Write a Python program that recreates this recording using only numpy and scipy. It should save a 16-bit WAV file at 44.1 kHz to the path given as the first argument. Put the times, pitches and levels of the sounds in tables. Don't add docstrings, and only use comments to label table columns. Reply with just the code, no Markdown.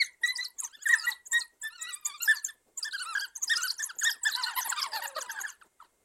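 import sys
import numpy as np
from scipy import signal
from scipy.fft import rfft, irfft, next_fast_len
from scipy.io import wavfile
from scipy.ndimage import uniform_filter1d, map_coordinates

SR = 44100
rng = np.random.default_rng(int(sys.argv[2]) if len(sys.argv) > 2 else 0)


def master_out(mix):
    frames = np.transpose(np.atleast_2d(mix))
    ceiling = np.clip(frames, -1, 1)
    pcm = np.round(ceiling * 32767).astype(np.int16)
    wavfile.write(sys.argv[1], SR, pcm)


N = 266364


def amp(db):
    return 10 ** (np.asarray(db) / 20)


def along(points, hz):
    f, v = np.transpose(points)
    return np.interp(np.log(hz + 1), np.log(f), v)


def wobble(n, rate_hz):
    knots = rng.standard_normal(int(n * rate_hz / SR) + 4)
    return map_coordinates(knots, [np.arange(n) * rate_hz / SR], mode="mirror")


def filtered(x, response):
    m = next_fast_len(N + SR // 2)
    return irfft(rfft(x, m) * response(np.fft.rfftfreq(m, 1 / SR)), m)[:N]


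def noise(spectrum):
    x = filtered(rng.standard_normal(N), lambda hz: amp(along(spectrum, hz)))
    return x / np.sqrt(np.mean(x ** 2) + 1e-20)


def add(track, s, sound):
    start = max(round(s * SR), 0)
    track[start:start + len(sound)] += sound[:max(N - start, 0)]


def progress(length_s):
    return np.linspace(0, 1, max(round(length_s * SR), 64))


def oscillate(hz, jitter, rate_hz):
    return 2 * np.pi * np.cumsum(hz * (1 + jitter * wobble(len(hz), rate_hz))) / SR


def running_rms(x, tau_s):
    pole = np.exp(-1 / (tau_s * SR))
    return np.sqrt(signal.lfilter([1 - pole], [1, -pole], x ** 2))


def outdoors():
    # f/Hz, relative density/dB
    air_spectrum = [(60, -4), (150, -14.5), (900, -14.5), (5000, -23), (8000, -13), (15000, -26)]
    tone_hz, tone_db = 2120, -84.5
    tone = np.sin(oscillate(np.full(N, tone_hz), jitter=0.0079, rate_hz=150))
    air = amp(-74.5) * noise(air_spectrum)
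    return air + amp(tone_db + 1.3 * wobble(N, 3.7)) * tone


def paws():
    # f/Hz, relative density/dB
    scuff_spectrum = [(80, -17.5), (380, 3.5), (700, -2.5), (2000, -22.5)]
    swell = np.interp(np.arange(N) / SR, [3.3, 4.3, 5.3, 5.6], [0.23, 0.37, 0.82, 0.226])
    return noise(scuff_spectrum) * amp(7 * wobble(N, 36)) * swell


def bank(x):
    # f/Hz, T60/s
    t60 = [(2000, 0.25), (5000, 0.15), (14000, 0.06)]
    hz, t, spectra = signal.stft(rng.standard_normal(SR // 2), SR, nperseg=256)
    decay = amp(-60 * t / along(t60, hz)[:, None])
    tail = signal.istft(spectra * decay, SR, nperseg=256)[1]
    response = np.pad(tail / np.linalg.norm(tail), (300, 0))
    return signal.fftconvolve(x, response)[:N]


def water(x, delay_s=0.0032, gain_db=-20.5):
    return amp(gain_db) * np.interp(np.arange(N) - delay_s * SR, np.arange(N), x, left=0)


def excitement(s):
    return np.interp(s, [1.5, 2.9], [0, 1])


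def strain(s):
    return np.interp(s, [4, 4.6], [0, 1])


def arch(s, u):
    bow = 0.02 + 0.15 * excitement(s)
    slope = 0.035 * (1 - 2 * excitement(s)) - 0.09 * strain(s)
    return 1 - bow * (2 * u - 1) ** 2 + slope * (u - 0.5)


def drop(s, u):
    return 1 - (0.19 + 0.12 * excitement(s)) * u ** 1.5


def quaver(u, depth_db):
    return np.abs(np.sin(np.pi * u)) ** 0.65 * amp(depth_db * wobble(len(u), 200))


def overtones(hz, phase, tilt_db):
    # f/Hz, gain/dB
    mouth = [(1850, 11.5), (2200, -1.5), (2600, 1.5), (4700, 5.5), (6000, -9.5), (15000, -29)]
    k = np.arange(2, 8)[:, None]
    flicker_db = 3 * np.array([wobble(len(hz), 150) for _ in k])
    gains = amp(along(mouth, k * hz) - tilt_db * k + flicker_db) * (k * hz < SR / 2)
    norm = np.sqrt(np.mean(np.sum(gains[:2] ** 2, axis=0)))
    return np.sum(gains * np.sin(k * phase), axis=0) / norm


def cry(s, length_s, pitch_hz, db, over_db, bend):
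    u = progress(length_s)
    hz = pitch_hz * bend(s, u)
    phase = oscillate(hz, jitter=0.0066 + 0.022 * strain(s), rate_hz=880)
    over = overtones(hz, phase, tilt_db=5.5 - 3 * excitement(s))
    voice = amp(db) * np.sin(phase) + amp(over_db) * over
    return quaver(u, depth_db=1.3 + 2.0 * strain(s)) * voice


def whistle(hz, u, rough):
    mouth_hz, log_width, peak_db = 7530, 0.15, 3.5
    phase = oscillate(hz, jitter=0.012 + 0.026 * rough, rate_hz=1200)
    flutter_db = 3.59 * wobble(len(u), 194) + 3.0 * wobble(len(u), 900)
    flare_db = peak_db * np.exp(-(np.log(hz / mouth_hz) / log_width) ** 2)
    tone = np.sin(phase) + amp(-19.5) * np.sin(2 * phase) * (2 * hz < SR / 2)
    return np.abs(np.sin(np.pi * u)) * amp(flutter_db + flare_db) * tone


def chorus(count):
    out = np.zeros(N)
    for slot, (offset, size, pitch, lean) in enumerate(rng.random((count, 4))):
        s = (slot + offset) * N / SR / count
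        length_s = 0.032 * (1 + size)
        u = progress(length_s)
        flicker = amp(5.24 * wobble(len(u), 260) - 5.0)
        twitter_hz = 7200 * (1 + 0.5 * pitch) * np.exp(0.23 * np.sin(4 * u + 2 * np.pi * lean))
        add(out, s, flicker * whistle(twitter_hz, u, strain(s)))
        yip_hz = 1020 * (1 + lean ** 2)
        push_db = 10 * strain(s)
        add(out, s, cry(s, length_s, yip_hz, db=push_db - 8.5, over_db=push_db - 11, bend=drop))
    return out


def whimpers(nasal_db=2.5):
    # t/s, f/Hz, level/dB
    contours = [
        [(0.675, 1714, -47.5), (0.695, 1209, -76), (0.755, 1802, -47.5), (0.78, 1297, -65.5),
         (0.823, 1754, -54.5), (0.85, 1358, -59.5)],
        [(1.7, 1247, -58), (1.752, 1481, -46), (1.79, 1331, -55), (1.856, 1241, -52.5), (1.89, 1481, -41.5),
         (1.93, 1132, -53), (2.01, 1272, -66), (2.05, 1165, -54.5), (2.088, 1213, -44), (2.12, 1100, -50),
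         (2.15, 1230, -44), (2.19, 1040, -59)],
    ]
    out = np.zeros(N)
    for contour in contours:
        s, pitch_hz, db = np.transpose(contour)
        u = progress(s[-1] - s[0])
        t = s[0] + u * (s[-1] - s[0])
        hz = uniform_filter1d(np.interp(t, s, pitch_hz), size=600)
        phase = oscillate(hz, jitter=0.012, rate_hz=990)
        voice = np.sin(phase) + amp(nasal_db) * overtones(hz, phase, tilt_db=3.0)
        envelope = amp(np.interp(t, s, db)) * np.minimum(1, 20 * np.sin(np.pi * u))
        flicker = amp(4.9 * wobble(len(u), 110) - 3)
        add(out, s[0], envelope * flicker * voice)
    return out


def whines(over_db=-6, sag=0.32):
    # t/s, length/s, mid f/Hz, level/dB
    calls = [(0.618, 0.041, 1020, -45.5), (0.948, 0.21, 1210, -49.5), (1.072, 0.064, 907, -46),
             (4.66, 0.13, 1036, -41.5), (4.856, 0.42, 559.4, -51.5), (5.201, 0.25, 921, -47)]
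    out = np.zeros(N)
    for s, length_s, mid_hz, db in calls:
        u = progress(length_s)
        hz = mid_hz * (1 - sag * (u - 0.5))
        phase = oscillate(hz, jitter=0.025, rate_hz=73)
        envelope = amp(db) * quaver(u, depth_db=1.8)
        voice = np.sin(phase) + amp(over_db) * overtones(hz, phase, tilt_db=2)
        add(out, s, envelope * voice)
    return out


def squeals(fall=0.19):
    # t/s, length/s, start f/Hz, level/dB
    calls = [(0.967, 0.082, 5270, -40), (2.343, 0.062, 5050, -40), (4.814, 0.028, 5726, -30.5),
             (4.912, 0.085, 5010, -36.5), (5.147, .05, 4760, -38.5)]
    out = np.zeros(N)
    for s, length_s, start_hz, db in calls:
        u = progress(length_s)
        add(out, s, amp(db) * whistle(start_hz * (1 - fall * u), u, strain(s)))
    return out


def screeches(bow=0.24):
    # t/s, length/s, top f/Hz, level/dB
    calls = [(1.064, 0.052, 12960, -42.5), (2.212, 0.066, 13720, -34.5), (3.012, 0.05, 9520, -39),
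             (3.631, 0.043, 12300, -38), (3.847, 0.032, 11330, -35.5), (4.55, 0.06, 12110, -34),
             (4.643, 0.045, 11760, -32.5), (4.928, 0.077, 12640, -44.5), (5.016, 0.049, 12620, -41),
             (5.394, 0.034, 11600, -43)]
    out = np.zeros(N)
    for s, length_s, top_hz, db in calls:
        u = progress(length_s)
        hz = top_hz * (1 - bow * (2 * u - 1) ** 2)
        add(out, s, amp(db) * whistle(hz, u, strain(s)))
    return out


def sweeps(climb_s=0.021, dive_s=0.027):
    # dip t/s, dip f/Hz, level/dB
    upsweeps = [(0.264, 6340, -39), (0.362, 4780, -30.5), (0.593, 6410, -32.5), (0.827, 6590, -42.5),
                (0.883, 6620, -40.5), (1.046, 6840, -35.5), (1.266, 6580, -44), (1.323, 7110, -30),
                (1.624, 7550, -35.5), (1.82, 6980, -36), (1.938, 7900, -34), (2.058, 6690, -29),
                (2.229, 6830, -32.5), (2.781, 6960, -34.5), (2.835, 4797, -29), (2.92, 3790, -35),
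                (2.986, 4017, -35), (3.197, 4570, -31), (3.363, 6220, -35), (3.432, 6230, -27.5),
                (3.483, 4844, -28), (3.564, 4805, -24), (3.624, 6030, -27.5), (3.7, 4206, -24.5),
                (3.79, 5630, -33), (3.835, 6490, -27.5), (3.994, 6630, -32), (4.037, 6500, -25.5),
                (4.24, 7800, -33.5), (4.348, 3850.0, -28), (4.697, 7090, -29.5), (4.823, 4800.0, -30),
                (5.075, 6760, -38.5), (5.216, 6450, -33), (5.312, 6070, -33.5), (5.412, 6450, -35.5)]
    # dip t/s, dip f/Hz, level/dB
    dives = [(0.055, 6050, -42), (0.464, 4180, -35), (0.656, 6130, -34), (0.885, 7520, -37),
             (1.129, 3896, -38), (1.42, 4185, -34), (2.268, 5066, -34.5), (2.462, 6320, -31.5),
             (3.693, 4560, -34.5), (4.124, 4890, -30.5), (4.332, 3850, -32), (4.444, 4095, -29),
             (4.626, 5950, -33.5), (5.496, 6560, -42.5)]
    out = np.zeros(N)
    for calls, scale_s in ((upsweeps, climb_s), (dives, -dive_s)):
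        u = progress(1.7 * abs(scale_s))
        from_dip = 1.7 * u - 0.55
        for s, dip_hz, db in calls:
            rise = np.abs(from_dip) ** 2.4 * np.exp(0.053 * rng.standard_normal())
            waver = 1 + 0.02 * wobble(len(u), 253)
            hz = dip_hz * (1 + 1.3 * np.tanh(rise / 1.4)) * waver
            loss_db_per_oct = 5 + 11 * excitement(s)
            tone = amp(db - loss_db_per_oct * np.log2(hz / dip_hz)) * whistle(hz, u, strain(s))
            add(out, s + np.min(from_dip * scale_s), tone if scale_s > 0 else tone[::-1])
    return out


def cries():
    # t/s, length/s, mid f/Hz, fundamental/dB, overtones/dB
    arched = [(0.233, 0.03, 1938, -19.5, -29.5), (0.272, 0.055, 2005, -28, -30),
              (0.383, 0.032, 1982, -29, -37), (0.405, 0.033, 2037, -45, -31.5),
              (0.889, 0.031, 1893, -19, -39.5), (1.034, 0.034, 1416, -33.5, -37.5),
              (1.066, 0.034, 1944, -22, -41.5), (1.328, 0.064, 1889, -21, -31.5),
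              (1.628, 0.062, 1775, -31.5, -41.5), (1.79, 0.16, 1961, -42, -43.5),
              (2.2, 0.052, 1424, -43.5, -37), (2.276, 0.053, 1785, -15, -32),
              (2.481, 0.028, 1790, -39, -43), (2.844, 0.051, 1790, -33, -41.5),
              (2.928, 0.044, 1622, -31, -38.5), (2.991, 0.051, 1504, -35, -37.5),
              (3.048, 0.099, 1362, -35, -41.5), (3.15, 0.017, 1673, -21, -38.5),
              (3.168, 0.018, 1660, -24.5, -37.5), (3.201, 0.061, 1638, -33, -36),
              (3.496, 0.049, 1860, -21.5, -24.5), (3.565, 0.056, 1453, -31.5, -38.5),
              (3.621, 0.057, 1527, -30.5, -36), (3.792, 0.037, 1795, -31.5, -43.5),
              (4.045, 0.059, 1857, -22.5, -26), (4.248, 0.051, 1759, -22.5, -30),
              (4.342, 0.126, 1012, -37, -43.5), (4.365, 0.055, 1540, -35, -41.5),
              (4.458, 0.048, 1493, -33.5, -39.5), (4.457, 0.093, 951, -41.5, -37.5),
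              (4.562, 0.05, 1030, -29.5, -32), (4.647, 0.038, 925, -36, -39),
              (4.759, 0.055, 1218, -34.5, -33.5), (4.824, 0.053, 1121, -33, -40),
              (4.92, 0.084, 888, -35, -37), (5.014, 0.057, 953, -36, -34.5),
              (5.16, 0.038, 1258, -34.5, -51.5), (5.16, 0.036, 628.5, -38.5, -37.5),
              (5.292, 0.022, 1696, -33.5, -45.5), (5.35, 0.064, 1670, -35.5, -53),
              (5.434, 0.034, 1743, -31.5, -73)]
    # t/s, length/s, start f/Hz, fundamental/dB, overtones/dB
    yips = [(0.0, 0.033, 2274, -20, -23.5), (0.855, 0.028, 1888, -21.5, -48),
            (0.922, 0.031, 1980, -15.5, -39.5), (3.889, 0.028, 1755, -37, -42.5),
            (4.013, 0.026, 1854, -28, -39.5), (4.718, 0.017, 1720, -27.5, -36.5),
            (5.21, 0.025, 1793, -41.5, -42.5), (5.613, 0.016, 1642, -43.5, -55),
            (5.8, 0.03, 1364, -44.5, -74)]
    out = np.zeros(N)
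    for calls, bend in ((arched, arch), (yips, drop)):
        for s, length_s, pitch_hz, db, over_db in calls:
            add(out, s, cry(s, length_s, pitch_hz, db, over_db, bend))
    return out


def scene():
    # f/Hz, relative density/dB
    hiss_spectrum = [(300, -10.5), (1500, 3), (5500, -4), (7000, 14), (12500, 7), (15500, -3)]
    low = cries() + whines() + whimpers()
    high = sweeps() + squeals() + screeches()
    low_rms, high_rms = running_rms(low, tau_s=0.0042), running_rms(high, tau_s=0.0055)
    chop = 1 + 0.18 * low / (low_rms + amp(-39))
    hiss = noise(hiss_spectrum) * (amp(-20.0) * high_rms + amp(-27.0) * low_rms)
    lead = low + high * chop + hiss
    activity = uniform_filter1d(running_rms(lead, tau_s=0.012), size=2400)
    gathering = amp(np.linspace(-14, -12, N))
    pack = lead + gathering * activity * chorus(count=230)
    return (pack + water(pack) + amp(-18.5) * bank(pack) + amp(-68.0) * paws() + outdoors())[None]


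def record(dry):
    cutoff_hz = 15830
    return filtered(dry[0], lambda hz: hz < cutoff_hz)[None]


dry = scene()
out = record(dry)
master_out(out)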